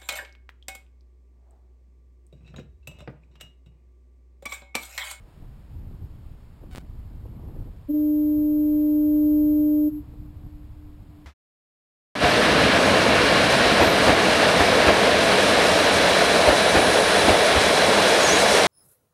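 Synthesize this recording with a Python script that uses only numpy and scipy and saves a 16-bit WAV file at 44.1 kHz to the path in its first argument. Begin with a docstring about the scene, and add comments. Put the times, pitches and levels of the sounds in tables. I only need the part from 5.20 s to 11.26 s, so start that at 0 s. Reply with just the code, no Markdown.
"""Fog horn by a lighthouse

An electric fog horn gives one two-second blast; a near wall and then the coast send it back.
Wind buffets the microphone over a faint wash of sea, and the hand-held camera creaks once in the grip.
The camera holds each sample of a slow clock, which puts a thin whistle high above the horn."""
import sys
import numpy as np
from scipy import signal
from scipy.fft import rfft, irfft
from scipy.io import wavfile
from scipy.ndimage import uniform_filter1d

SR = 44100
rng = np.random.default_rng(int(sys.argv[2]) if len(sys.argv) > 2 else 0)


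def to_wav(sig):
    """Store sig (one row per channel, or 1-D mono) as 16-bit WAV at the path in sys.argv[1].

    Samples outside -1..1 are clipped; the rate is SR.
    """
    pcm = np.clip(np.atleast_2d(sig), -1, 1) * 32767
    pcm = np.round(pcm).astype(np.int16)
    wavfile.write(sys.argv[1], SR, pcm.T)  # frames by channels


N = 267246
T = np.arange(N) / SR
HORN_ON_S, HORN_OFF_S, HORN_HZ = 2.681, 4.681, 300   # the drive: one steady pitch between two times

# Colour of the far sea: (frequency [Hz], relative density [dB])
SEA_COLOUR = [(240, -32), (400, -2), (451, -4), (648, -4), (772, -5), (843, -6), (972, -5.5), (1480, -12.5),
              (4510, -19.5), (5500, -21.5), (7150, -58), (12100, -120)]
# Low end of the wind, from large eddies: (frequency [Hz], relative density [dB])
RUMBLE_COLOUR = [(20, -3), (30, 0.5), (45, -2), (65, 0.5), (85, -2.5), (110, -4.5), (140, -17), (180, -33)]
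# Flapping of the smaller eddies: (frequency [Hz], relative density [dB])
EDDY_COLOUR = [(90, -9.5), (135, 4.5), (175, -0.5), (220, -5), (300, -8.5), (500, -25), (1000, -31.5),
               (2500, -52)]
# Air tearing at the edge of the case: (frequency [Hz], relative density [dB])
TEAR_COLOUR = [(150, -15), (300, 8.5), (500, 0.5), (950, -9), (1500, -22.5), (4000, -46.5)]
# Rise and fall of the wind on the microphone: (time [s], rumble level [dB], eddy level [dB])
WIND_LEVELS = [(0.0, -44.0, -56.0), (0.12, -53.5, -56.5), (0.22, -41, -51.5), (0.46, -44.5, -52),
               (0.62, -37, -46), (1.38, -47.0, -56.0), (1.46, -42.5, -47), (1.92, -38, -49.5),
               (2.32, -39.0, -42.0), (2.42, -33.5, -44.5), (2.66, -46.0, -56.5), (3.18, -42.0, -49.0),
               (3.8, -43.0, -53.5), (4.28, -38.5, -46.0), (4.64, -45.0, -52), (4.82, -40.5, -49.5),
               (5.26, -41.5, -50), (5.5, -41.5, -54), (5.82, -44, -51), (6.06, -53.5, -56)]
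# Single eddies thumping the microphone: (time [s], eddy level [dB])
EDDY_THUMPS = [(0.831, -50), (3.18, -48.5), (3.57, -52.5), (5.02, -54), (5.26, -46.5)]
# Gusts that tear at the case: (crest time [s], level [dB], half length [s])
TEARING_GUSTS = [(0.045, -66.5, 0.13), (1.425, -60, 0.044), (2.299, -54.5, 0.23)]
# Single sharp puffs of air: (time [s], level [dB])
AIR_PUFFS = [(.237, -54), (.665, -53), (0.713, -53), (1.439, -48), (2.055, -45), (2.399, -55),
             (4.938, -48.5)]
# Skin rubbing on the case: (crest time [s], half length [s], slip level [dB])
SKIN_RUBS = [(1.536, 0.02, -36.5), (1.603, 0.017, -44.5)]
# The case snapping under the fingers: (time [s], jolt level [dB], ring-down [s])
CASE_SNAPS = [(1.5122, -37, .0001), (1.5501, -24.5, 0.00056), (1.5592, -16.5, 0.000026),
              (1.5661, -27, 0.000037), (1.5707, -29.5, .0007), (1.5748, -22, 0.000045),
              (1.5818, -22.5, 0.00099), (1.5854, -26.5, 0.00004)]
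# Overtones of the diaphragm: (multiple of the pitch, base level against the tone [dB])
HORN_OVERTONES = [(2, -21), (3, -45), (4, -57.5), (5, -60), (8, -65), (10, -69)]
# Slow swell of the blast: (time [s], level before trim [dB])
HORN_SWELL = [(2.85, -20), (3.242, -20.5), (4.25, -18), (4.66, -19)]


def from_db(db):
    """Decibels to gain."""
    return 10 ** (np.asarray(db) / 20)


def rms_one(x):
    """Scale to rms 1."""
    return x / np.sqrt(np.mean(x ** 2) + 1e-20)


def evened(x):
    """Hold the rms at 1 over each tenth of a second; quick lumps stay."""
    return x / np.sqrt(uniform_filter1d(x ** 2, SR // 10) + 1e-9)


def envelopes(rows):
    """One envelope for each column after the time."""
    times, *columns = np.transpose(rows)
    return [np.interp(T, times, column) for column in columns]


def bump(at_s, half_s):
    """A smooth bell of height 1 in time."""
    return np.exp(-((T - at_s) / half_s) ** 2)


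def low_pass(x, hz, order):
    """Butterworth low-pass."""
    return signal.sosfilt(signal.butter(order, hz, fs=SR, output="sos"), x)


def drift(rate_hz):
    """Smooth random modulation with rms 1."""
    step, run_in = 40, 2000
    pole = np.exp(-2 * np.pi * step * rate_hz / SR)
    white = rng.standard_normal(N // step + run_in + 2)
    slow = signal.lfilter([1], [1, -2 * pole, pole * pole], white)[run_in:]
    return np.interp(np.arange(N) / step, np.arange(len(slow)), rms_one(slow))


def noise(colour):
    """Noise of a given colour that rolls off beyond its ends; rms 1."""
    hz, db = np.transpose(colour)
    bins = np.maximum(np.arange(N // 2 + 1) * SR / N, 1)
    skirts = np.minimum(bins / hz[0], 1) ** 2 * np.minimum(hz[-1] / bins, 1) ** 2
    shape = from_db(np.interp(np.log(bins), np.log(hz), db))
    return rms_one(irfft(rfft(rng.standard_normal(N)) * skirts * shape, N))


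def sea(level_db=-63.5, swell_db=.5):
    """A bed of far surf: a smooth wash that barely swells."""
    return from_db(level_db + swell_db * drift(2)) * noise(SEA_COLOUR)


def flutter(eddy_db, rest_db=-74, follow=.56, lumps_db=3.8, puff_rise_s=.0026, puff_fade_s=.009):
    """Air tears at the edge of the case, riding the eddies and flaring in gusts and sharp puffs."""
    tearing = from_db(rest_db + follow * (eddy_db - eddy_db.mean()))
    tearing += sum(from_db(db) * bump(s, half_s) for s, db, half_s in TEARING_GUSTS)
    puffs = sum(from_db(db) * np.exp(-np.maximum((s - T) / puff_rise_s, (T - s) / puff_fade_s))
                for s, db in AIR_PUFFS)
    return (tearing * from_db(lumps_db * drift(35)) + puffs) * noise(TEAR_COLOUR)


def wind(rumble_lumps_db=1.6, eddy_lumps_db=1.82, thump_bass_db=4.5):
    """Large eddies rumble on the microphone, smaller ones flap and thump, and flutter sits on top."""
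    rumble_db, eddy_db = envelopes(WIND_LEVELS)
    thumps = sum(from_db(db) * bump(s, half_s=.017) for s, db in EDDY_THUMPS)
    rumbling = from_db(rumble_db + rumble_lumps_db * drift(21)) + from_db(thump_bass_db) * thumps
    flapping = from_db(eddy_db + eddy_lumps_db * drift(15)) + thumps
    top = flutter(eddy_db)
    return rumbling * evened(noise(RUMBLE_COLOUR)) + flapping * evened(noise(EDDY_COLOUR)) + top


def grip_creak(slips_per_s=740, slip_decay_s=.00007, uneven_db=4, scoop_hz=7500, scoop_share=.21):
    """Skin sticks and slips and the case snaps; both come through as one-sided jolts."""
    age = T[:SR // 100]
    slip_rate = slips_per_s * (1 + .033 * drift(200))
    ticks = np.diff(np.floor(np.cumsum(slip_rate) / SR), prepend=0)
    pressure = sum(from_db(db) * bump(s, half_s) for s, half_s, db in SKIN_RUBS)
    slips = ticks * pressure * from_db(uneven_db * rng.standard_normal(N))
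    jolts = np.convolve(slips, np.exp(-age / slip_decay_s))[:N]
    for s, db, decay_s in CASE_SNAPS:
        at = round(s * SR)
        jolts[at:at + len(age)] += from_db(db) * np.exp(-age / decay_s)
    # the creak's clicks are softened around 7.5 kHz and dulled at the top
    treble_band = signal.lfilter(*signal.iirpeak(scoop_hz, Q=2.5, fs=SR), jolts)
    return -low_pass(jolts - scoop_share * treble_band, hz=12000, order=1)


def coast_echo(pitch_hz=299.3, wander_hz=.8, arrival_s=3.2, build_s=.93, base_db=-47, fade_db_per_s=4):
    """Far reflections merge into one wandering, fading tone; its two main paths beat."""
    beat_hz, trough_s, weaker_path = 3.1, 5.185, .55
    phase = 2 * np.pi * np.cumsum(pitch_hz + wander_hz * drift(6.5)) / SR
    fade_in = np.clip((T - arrival_s) / build_s, 0, 1)
    beating = np.abs(1 - weaker_path * np.exp(2j * np.pi * beat_hz * (T - trough_s)))
    level_db = base_db - fade_db_per_s * np.maximum(T - HORN_OFF_S, 0)
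    return fade_in * beating * from_db(level_db) * np.sin(phase)


def wall_echo(blast, delay_s=.09593, level_db=-12, width_hz=27):
    """Slapback from the near wall, dulled to the fundamental and slightly smeared."""
    dull = signal.lfilter(*signal.iirpeak(HORN_HZ, HORN_HZ / width_hz, fs=SR), blast)
    return from_db(level_db) * np.interp(T - delay_s, T, dull, left=0)


def horn_overtones(phase, swing, age, waver_db=.48, brighten_db_per_s=.7):
    """The horn's edge: overtones surge and sink while the tone settles, then slowly brighten."""
    depth_db, crest_s, period_s, decay_s = 9, .012, .068, .058
    surge_db = depth_db * np.exp(-age / decay_s) * np.cos(2 * np.pi * (age - crest_s) / period_s)
    overtones = np.zeros(N)
    for multiple, db in HORN_OVERTONES:
        gain = from_db(db + waver_db * (multiple - .5) * drift(3.1))
        if multiple > 2:   # the higher ones grow as the diaphragm swings wider
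            gain *= swing
        overtones += gain * np.sin(multiple * phase)
    return from_db(surge_db + brighten_db_per_s * (T - HORN_OFF_S)) * overtones


def horn(attack_s=.016, release_db_per_s=599.5, trim_db=-.34, waver_db=.22):
    """A driven diaphragm swings up, falters once, holds a nearly pure tone and rings out."""
    age = np.maximum(T - HORN_ON_S, 0)
    since_off = np.maximum(T - HORN_OFF_S, 0)
    # undriven, it rings flat: the drive pulls it up to pitch, and it sags back afterwards
    flat_hz, pull_in_s, sag_s = 13, .03, .015
    undriven = np.exp(-(age / pull_in_s) ** 4) + 1 - np.exp(-since_off / sag_s)
    phase = 2 * np.pi * np.cumsum(HORN_HZ - flat_hz * undriven) / SR
    attack = 1 - np.exp(-(age / attack_s) ** 2)
    swell_db, = envelopes(HORN_SWELL)
    falter = bump(at_s=2.726, half_s=.012)
    dip_db, dulling_db = -4.5, -5   # the falter ducks the whole horn, and its overtones further
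    release_db = -release_db_per_s * since_off
    level = attack * from_db(swell_db + trim_db + dip_db * falter + release_db)
    brightness = from_db(dulling_db * falter + .5 * release_db)
    overtones = horn_overtones(phase, level / level.max(), age)
    tone = np.sqrt(2) * (np.sin(phase) + brightness * overtones)
    return tone * level * from_db(waver_db * drift(33))


def scene():
    """Horn, echoes, weather and handling in one mono mix."""
    blast = horn()
    return (blast + wall_echo(blast) + coast_echo() + wind() + sea() + grip_creak())[None]


def record(dry, clock_hz=12000, grain_db=-44.5, treble_leak_db=-15.5, cutoff_hz=15750):
    """Held samples mirror the sound around the clock rate; hiss rides on loud sound; the top is cut."""
    mix = dry[0]
    samples = signal.resample_poly(mix, clock_hz, SR, window=("kaiser", 8))
    held = signal.resample_poly(np.repeat(samples, 4), SR, 4 * clock_hz)[:N]
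    treble = signal.sosfilt(signal.butter(6, 6800, "high", fs=SR, output="sos"), mix)
    loudness = np.sqrt(np.abs(low_pass(mix ** 2, hz=30, order=1)))
    hiss = from_db(grain_db) * loudness * rng.standard_normal(N)
    top_cut = signal.ellip(10, .1, 80, cutoff_hz, fs=SR, output="sos")
    return signal.sosfilt(top_cut, held + from_db(treble_leak_db) * treble + hiss)[None]


dry = scene()
out = record(dry)
to_wav(out)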